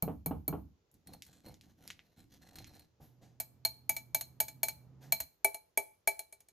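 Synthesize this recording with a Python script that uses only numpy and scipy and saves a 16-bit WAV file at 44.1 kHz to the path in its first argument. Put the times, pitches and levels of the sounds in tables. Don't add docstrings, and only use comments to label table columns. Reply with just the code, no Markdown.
import sys
import numpy as np
from scipy import signal
from scipy.fft import rfft, irfft
from scipy.io import wavfile

SR = 44100
rng = np.random.default_rng(int(sys.argv[2]) if len(sys.argv) > 2 else 0)


def wrap_up_sound(samples):
    columns = np.atleast_2d(samples).T
    tamed = np.clip(columns, -1, 1)
    steps = np.round(tamed * 32767).astype(np.int16)
    wavfile.write(sys.argv[1], SR, steps)


N = 287532
T = np.arange(N) / SR
AGE = T[:int(.42 * SR)]


def undb(db):
    return 10 ** (np.asarray(db) / 20)


def unit(x):
    return x / np.sqrt(np.mean(x ** 2) + 1e-24)


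def colour(x, spectrum):
    hz, db = np.transpose(spectrum)
    f = np.maximum(np.fft.rfftfreq(x.shape[-1], 1 / SR), 1)
    gain = undb(np.interp(np.log(f), np.log(hz), db))
    return irfft(rfft(x) * gain, x.shape[-1])


def noise(spectrum, size=N):
    return unit(colour(rng.standard_normal(size), spectrum))


def fade(t60, rise):
    return (1 - np.exp(-(AGE / rise) ** 2)) * np.exp(-np.log(1000) * AGE / t60)


def swell(start, length, attack, t60):
    rise = np.clip((T - start) / attack, 0, 1)
    return rise * np.exp(-np.log(1000) * np.maximum(T - start - length, 0) / t60)


def walk(rate):
    knots = rng.standard_normal(int(N / SR * rate) + 2)
    return np.interp(T * rate, np.arange(len(knots)), knots)


def add(track, s, sound):
    i = max(int(s * SR), 0)
    track[i:i + len(sound)] += sound[:max(N - i, 0)]


def ring(modes, rise, scatter_db, hold=1, detune=0):
    out = np.zeros(len(AGE))
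    for hz, db, t60 in modes:
        level, turns, shift = rng.standard_normal(3)
        tone = np.sin(2 * np.pi * (hz * (1 + detune * shift) * AGE + turns))
        out += undb(db + scatter_db * level) * fade(t60 * hold, rise) * tone
    return out


def jangle(modes, rise, hold, count=3):
    loops = sum(ring(modes, rise, scatter_db=1, hold=hold, detune=.007) for _ in range(count))
    return loops / np.sqrt(count)


def crackle(rate, spread):
    sizes = undb(spread * np.minimum(rng.exponential(size=N), 5))
    return unit((rng.random(N) < rate / SR) * sizes * rng.standard_normal(N))


def kitchen(x, t60, wet_db, side_db):
    tail = rng.standard_normal((2, len(AGE))) * fade(t60, 0.0066)
    tail /= np.sqrt(np.sum(tail ** 2, axis=1, keepdims=True))
    mid, side = (signal.fftconvolve(x, h)[:N] for h in tail)
    side = colour(side, [(50, -3.5), (300, 5.5), (1100, 1.5), (2300, -10.5), (4500, -1.5), (9000, -20)])
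    return x + undb(wet_db) * mid + undb(side_db) * side * np.array([[1], [-1]])


# (frequency [Hz], relative level [dB])
AIR_COLOUR = [(15, -51), (25, -17.5), (50, -1.5), (87, 4.5), (236, -11), (427, -4.5), (531, -8.5),
              (1740, -21), (6920, -23.5), (8830, -46), (11900, -32), (16000, -40.5)]


def quiet_air():
    difference = colour(noise(AIR_COLOUR), [(60, -14.5), (1000, -2.0)])
    return undb(-79) * (noise(AIR_COLOUR) + difference * np.array([[1], [-1]]))


# (frequency [Hz], relative level [dB])
RUSH_COLOUR = [(30, -19), (65, 9.5), (130, 10), (250, 4), (400, -4), (800, -10), (1500, -20), (3000, -33),
               (8000, -42.5)]
HUM_START_S, HUM_LENGTH_S, HUM_ATTACK_S = 2.9, 2.2, 0.17
HUM_HZ, HUM_RISE_HZ_PER_S, HUM_LIFT_HZ, HUM_LIFT_S = 123.4, 1.3, 16, 0.07


def hum():
    running = np.clip(T - HUM_START_S, 0, HUM_LENGTH_S)
    lift = HUM_LIFT_HZ * np.exp((running - HUM_LENGTH_S) / HUM_LIFT_S)
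    hz = HUM_HZ + HUM_RISE_HZ_PER_S * running + lift
    phase = 2 * np.pi * np.cumsum(hz * (1 + .014 * walk(9))) / SR
    waver = undb(2.2 * walk(14))
    tone = unit(np.sin(phase) + undb(-17) * np.sin(2 * phase)) * waver
    tone = tone * swell(HUM_START_S, HUM_LENGTH_S, HUM_ATTACK_S, t60=.4)
    rush = undb(-6) * noise(RUSH_COLOUR) * swell(HUM_START_S, HUM_LENGTH_S, HUM_ATTACK_S, t60=.6)
    return undb(-67 + 4.5 * running) * (tone + rush)


# (time [s], strength [dB], time of rocking back [s])
STANDING_TAPS = [(0.023, -39.5, 0.078), (0.26, -40.5, 0.31), (0.479, -40, 0.527)]
# (frequency [Hz], relative level [dB], time to fade 60 dB [s])
TABLE_TONES = [(135, -8, 0.2), (166.6, -0.5, 0.16), (194.4, -3, 0.11), (278.3, -22, 0.14)]
# (frequency [Hz], relative level [dB])
KNOCK_COLOUR = [(100, -10), (220, 7), (290, 12.5), (360, -12), (420, 8.5), (560, -4.5), (800, 2.5),
                (1050, -8), (1280, -11), (1700, -26.5), (3000, -31), (6000, -68.5), (14000, -39.5)]
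# (frequency [Hz], relative level [dB])
BOOM_COLOUR = [(25, -33), (42, -11), (58, 9), (95, 3.5), (140, -1.5), (300, -5), (600, -60.5)]
PRESS_DB = (13, 3)
ROCK_DB = (5, 8)


def thumps():
    out = np.zeros(N)
    for tap_s, db, rock_s in STANDING_TAPS:
        for s, (thud_db, knock_db) in ((tap_s, PRESS_DB), (rock_s, ROCK_DB)):
            top = ring(TABLE_TONES, rise=0.0092, scatter_db=0.5)
            knock = noise(KNOCK_COLOUR, size=len(AGE)) * fade(0.15, 0.0004)
            frame = undb(-0.5) * noise(BOOM_COLOUR, size=len(AGE)) * fade(0.34, 0.046)
            add(out, s, undb(db + thud_db) * top + undb(db + knock_db) * (knock + frame))
    return out


# (frequency [Hz], relative level [dB])
SCRAPE_COLOUR = [(500, -9.5), (1100, -3.5), (1700, 7.5), (2500, 0), (4200, 3.5), (5200, -0.5), (6300, 3.5),
                 (7400, -1.5), (8400, 2.5), (10500, -13.5), (16000, -29)]
# (frequency [Hz], relative level [dB])
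HOLLOW_COLOUR = [(120, -42), (300, -13), (520, 2.5), (620, -4), (720, 4), (840, -1), (1050, -12.5),
                 (2000, -25.5), (6000, -43)]
# (frequency [Hz], relative level [dB])
FIZZ_COLOUR = [(6000, -51.5), (9000, -12), (11500, 3), (12700, 2.5), (14200, -2.5), (15300, 4),
               (16200, -18)]
# (frequency [Hz], relative level [dB])
PUSH_COLOUR = [(35, -3.5), (75, 6.5), (175, 5.5), (240, 2), (310, 2.5), (400, -13), (700, -31)]
# (time [s], length [s], swish level [dB], treble fizz level [dB], bump level [dB])
GRIP_SHIFTS = [(2.999, 0.043, -72.5, -68.5, -58), (3.211, 0.014, -67, -77, -63),
               (5.005, .04, -65, -69.5, -71)]


def grips():
    swish = noise(SCRAPE_COLOUR) + undb(1) * noise(HOLLOW_COLOUR)
    fizz = noise(FIZZ_COLOUR)
    out = np.zeros(N)
    for s, length, db, fizz_db, bump_db in GRIP_SHIFTS:
        slide = undb(db) * swish + undb(fizz_db) * fizz
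        out += swell(s, length, attack=0.026, t60=0.33) * slide
        knock = noise(KNOCK_COLOUR, size=len(AGE)) * fade(0.15, 0.0034)
        push = undb(3.5) * noise(PUSH_COLOUR, size=len(AGE)) * fade(0.4, 0.013)
        add(out, s, undb(bump_db) * (knock + push))
    return out


# (frequency [Hz], relative level [dB], undamped time to fade 60 dB [s])
WHISK_TONES = [(1667, -21.5, 0.061), (4100, -13.5, 0.45), (4252, -1, 0.19), (6523, -1, 0.021),
               (8270, -3, .13), (8660, 5, 0.057), (10850, -3, 0.14), (11240, -3.5, 0.081),
               (12005, -4.5, 0.13), (13130, -6, 0.15), (13300, -5.5, .08), (14400, -7.5, .07),
               (14900, 1.5, 0.072), (15550, -9, 0.044)]
# (time [s], level [dB])
WALL_BRUSHES = [(1.0715, -53), (1.1348, -50.5), (1.264, -58.5), (1.4616, -57), (1.4835, -58), (2.1894, -82),
                (2.5561, -49), (2.585, -53), (2.6708, -58), (2.7516, -61), (2.794, -57)]


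def brushes():
    out = np.zeros(N)
    for s, db in WALL_BRUSHES:
        loops = undb(-3) * jangle(WHISK_TONES, rise=0.00033, hold=0.55)
        wires = undb(-3.5) * noise(SCRAPE_COLOUR, size=len(AGE)) * fade(0.045, 0.00029)
        add(out, s, undb(db) * (loops + wires))
    return out


# (frequency [Hz], relative level [dB])
SNAP_COLOUR = [(700, -45), (2000, 3.5), (6000, 2.5), (12000, -4.5), (16000, -15)]
# (time [s], level [dB], tilt towards the treble [dB per octave])
CHEESE_POPS = [(0.9147, -70, 18), (0.9418, -57, 6), (1.2219, -36, 2), (1.2513, -55, 8), (1.5422, -48.5, 2),
               (1.6114, -48, 2), (1.877, -36.5, 2), (1.9031, -34, -3), (1.9072, -38, -2.5),
               (1.9926, -50.5, -10), (2.3404, -53.5, 3), (2.586, -42, -3), (2.6442, -42, -4)]


def pops():
    out = np.zeros(N)
    for s, db, tilt in CHEESE_POPS:
        tone = [(hz, db + snap_db + tilt * np.log2(hz / 5000)) for hz, snap_db in SNAP_COLOUR]
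        snap = undb(18.5) * fade(0.0016, 0.00031)
        echo = undb(-14.5) * fade(0.11, 0.0021)
        add(out, s, colour(rng.standard_normal(len(AGE)), tone) * (snap + echo))
    return out


# (time [s], length [s], scrape level [dB], push on table level [dB], hollow rub level [dB])
STIR_STROKES = [(0.918, 0.035, -91, -66, -86), (1.056, 0.092, -68.5, -59, -64),
                (1.253, 0.13, -66, -69.5, -77), (1.434, 0.065, -62.5, -55.5, -59),
                (1.611, 0.1, -77, -68, -79.5), (1.769, 0.14, -68, -64.5, -72.5),
                (1.944, 0.19, -81.5, -79.5, -87), (2.16, 0.045, -66.5, -59, -74.5),
                (2.295, 0.067, -68, -65.5, -78.5), (2.394, 0.16, -67, -68, -72),
                (2.541, 0.082, -68, -56, -68.5), (2.658, 0.15, -66.5, -68.5, -72.5)]
STROKE_ATTACK_S, CLING_DB = 0.034, 3


def stirring():
    slips = crackle(rate=1600, spread=2.2) * undb(3 * walk(69))
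    loops = signal.fftconvolve(slips, jangle(WHISK_TONES, rise=0.00035, hold=0.12))[:N]
    rub = unit(slips) + undb(-9) * unit(loops)
    treble = unit(colour(rub, SCRAPE_COLOUR)) + undb(-7.5) * unit(colour(rub, FIZZ_COLOUR))
    stutter = crackle(rate=500, spread=1.2)
    judder = unit(colour(stutter, HOLLOW_COLOUR)) + undb(-13.5) * unit(colour(stutter, KNOCK_COLOUR))
    rumble = noise(PUSH_COLOUR)
    lumps = undb(2 * walk(30))
    bands_hz = np.geomspace(900, 14000, 36)
    out = np.zeros(N)
    for s, length, scrape_db, push_db, hollow_db in STIR_STROKES:
        cling = np.column_stack([bands_hz, CLING_DB * rng.standard_normal(len(bands_hz))])
        scrape = undb(scrape_db) * unit(colour(treble, cling))
        drag = scrape + undb(hollow_db) * judder
        out += drag * lumps * swell(s, length, STROKE_ATTACK_S, t60=0.17)
        out += undb(push_db) * rumble * swell(s, length, STROKE_ATTACK_S, t60=0.44)
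    return out


FAMILY_HZ = [420, 700, 2300, 4250, 7000, 9700, 12500]


def struck(modes, family_db):
    return [(hz, db + np.interp(np.log(hz), np.log(FAMILY_HZ), family_db), t60) for hz, db, t60 in modes]


# (frequency [Hz], level in its family [dB], undamped time to fade 60 dB [s])
BOWL_TONES = [(402, -2, .19), (613, -6, .12), (668, 0, .12), (720, -7, .08), (866, -5, .18),
              (2299, 2, .125), (2330, -9, .06), (4177, -11, .26), (4268, -10, .24), (6631, -4, .13),
              (9670, 3, .11), (10410, -5, .14), (10828, -1, .14), (11715, -9, .12), (12028, -6, .18),
              (12427, -8, .09), (14205, -7, .12)]
# (frequency [Hz], relative level [dB])
CLATTER_COLOUR = [(150, -11.5), (400, -15), (700, -5), (1250, -12.5), (1800, -6.5), (3200, -8.5),
                  (4300, -7.5), (5500, -7), (7500, -1), (10000, 3), (13000, -1.5), (13700, -7), (15300, 2),
                  (16500, -16)]


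def clink(family_db, thud_db, hold):
    low_db, body_db, _, _, upper_db, jingle_db, top_db = family_db
    glass = ring(struck(BOWL_TONES, family_db), rise=0.0022, scatter_db=1.5, hold=hold, detune=0.0005)
    loops = undb(8.5) * jangle(struck(WHISK_TONES, family_db), rise=0.00051, hold=0.39)
    brightness = [(700, body_db), (1200, upper_db), (7500, upper_db), (9700, jingle_db), (12500, top_db)]
    wires = colour(noise(CLATTER_COLOUR, size=len(AGE)), brightness)
    clash = undb(12.5) * fade(0.014, 0.00095)
    rattle = undb(-1.0) * fade(0.1, 0.0035)
    bowl_air = undb(low_db - 4.0) * noise(HOLLOW_COLOUR, size=len(AGE)) * fade(0.14, 0.012)
    thud = undb(thud_db) * noise(BOOM_COLOUR, size=len(AGE)) * fade(0.2, 0.0019)
    return glass + loops + wires * (clash + rattle) + bowl_air + thud


# (time [s], strength [dB],
# spot on the whisk [0 neck to 1 belly], extra first ring [dB], extra second ring [dB])
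RIM_TAPS = [(3.4, -38, 0.017, -10, -6.5), (3.65, -33, 0.01, -5, 10), (3.893, -32, 0.067, 0.5, -13.5),
            (3.965, -40, 0.016, 1.5, -2.5), (4.146, -32, 0.022, -1.5, -2.5), (4.21, -41, 0.018, -15, 3.5),
            (4.402, -30.5, 0.11, -3.5, -5), (4.482, -45, .02, -4.5, 1.5), (4.631, -31.5, 0.24, -6, 0),
            (4.684, -38, 0.035, -0.5, 2), (5.122, -30.5, .1, 3, 5.5), (5.202, -37, 0.023, -14.5, 0.5),
            (5.445, -30.5, 0.93, -2, -3), (5.544, -44.5, 0.88, -7, 1.5), (5.774, -33, 1, -3, -5.5),
            (6.074, -31.5, 0.81, 2, -1), (6.192, -44, 0.65, -5.5, 0.5), (6.325, -53.5, 0.82, -9, -1),
            (6.404, -59.5, 0.11, -12, -14), (6.485, -61.5, .2, -10.5, -9)]
NECK_DB = [-26.5, -5.5, 1.5, -8.5, 0, -10.5, 0]
BELLY_DB = [-6.5, 4, 9, -11.5, -2, 1.5, -3]
STANDING_DB = [-5, -2.5, -7.5, -15, -6, -9, 5]
FIRMNESS = [0.24, 0.39, 0.02, 0, 0.02, 0.019, 0.38]
FIRM_DB = -38
NECK_THUD_DB, BELLY_THUD_DB, STANDING_THUD_DB = -18, -38, -4


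def taps():
    out = np.zeros(N)
    for s, db, _ in STANDING_TAPS:
        add(out, s, clink(db + np.array(STANDING_DB), db + STANDING_THUD_DB, hold=0.58))
    for s, db, spot, first_db, second_db in RIM_TAPS:
        contact_db = (1 - spot) * np.array(NECK_DB) + spot * np.array(BELLY_DB)
        family_db = db + contact_db + (db - FIRM_DB) * np.array(FIRMNESS)
        family_db[2:4] += first_db, second_db
        thud_db = db + (1 - spot) * NECK_THUD_DB + spot * BELLY_THUD_DB
        add(out, s, clink(family_db, thud_db, hold=0.7))
    return out


def scene():
    bowl_sounds = taps() + brushes() + pops() + stirring() + grips()
    bowl = kitchen(bowl_sounds, t60=0.32, wet_db=-18, side_db=-14.0)
    table = kitchen(thumps() + hum(), t60=0.24, wet_db=-13, side_db=-14.5)
    return bowl + table + quiet_air()


# (frequency [Hz], lead of left over right [radians], left minus right [dB])
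PORTS = [(0, 0, -1), (400, 0, -2), (900, .5, 0), (1550, .6, 1.5), (2000, .1, 1.3), (3400, .1, 0),
         (4300, -.7, -2), (5200, -.3, -2.5), (6200, -.2, -4.5), (6800, .2, 0), (8400, 2.6, 0),
         (10700, 4.9, 0), (12800, 6.6, 0), (14200, 8.6, 0), (16000, 9.6, 0)]


def record(dry):
    hz, lead, balance_db = np.transpose(PORTS)
    f = np.fft.rfftfreq(2 * N, 1 / SR)
    halves = np.array([[.5], [-.5]])
    phase = np.interp(f, hz, lead) * halves
    gain = undb(np.interp(f, hz, balance_db) * halves)
    pair = irfft(rfft(dry, 2 * N) * np.exp(1j * phase) * gain)[:, :N]
    return signal.sosfilt(signal.ellip(8, .2, 70, 16000, fs=SR, output="sos"), pair)


dry = scene()
out = record(dry)
wrap_up_sound(out)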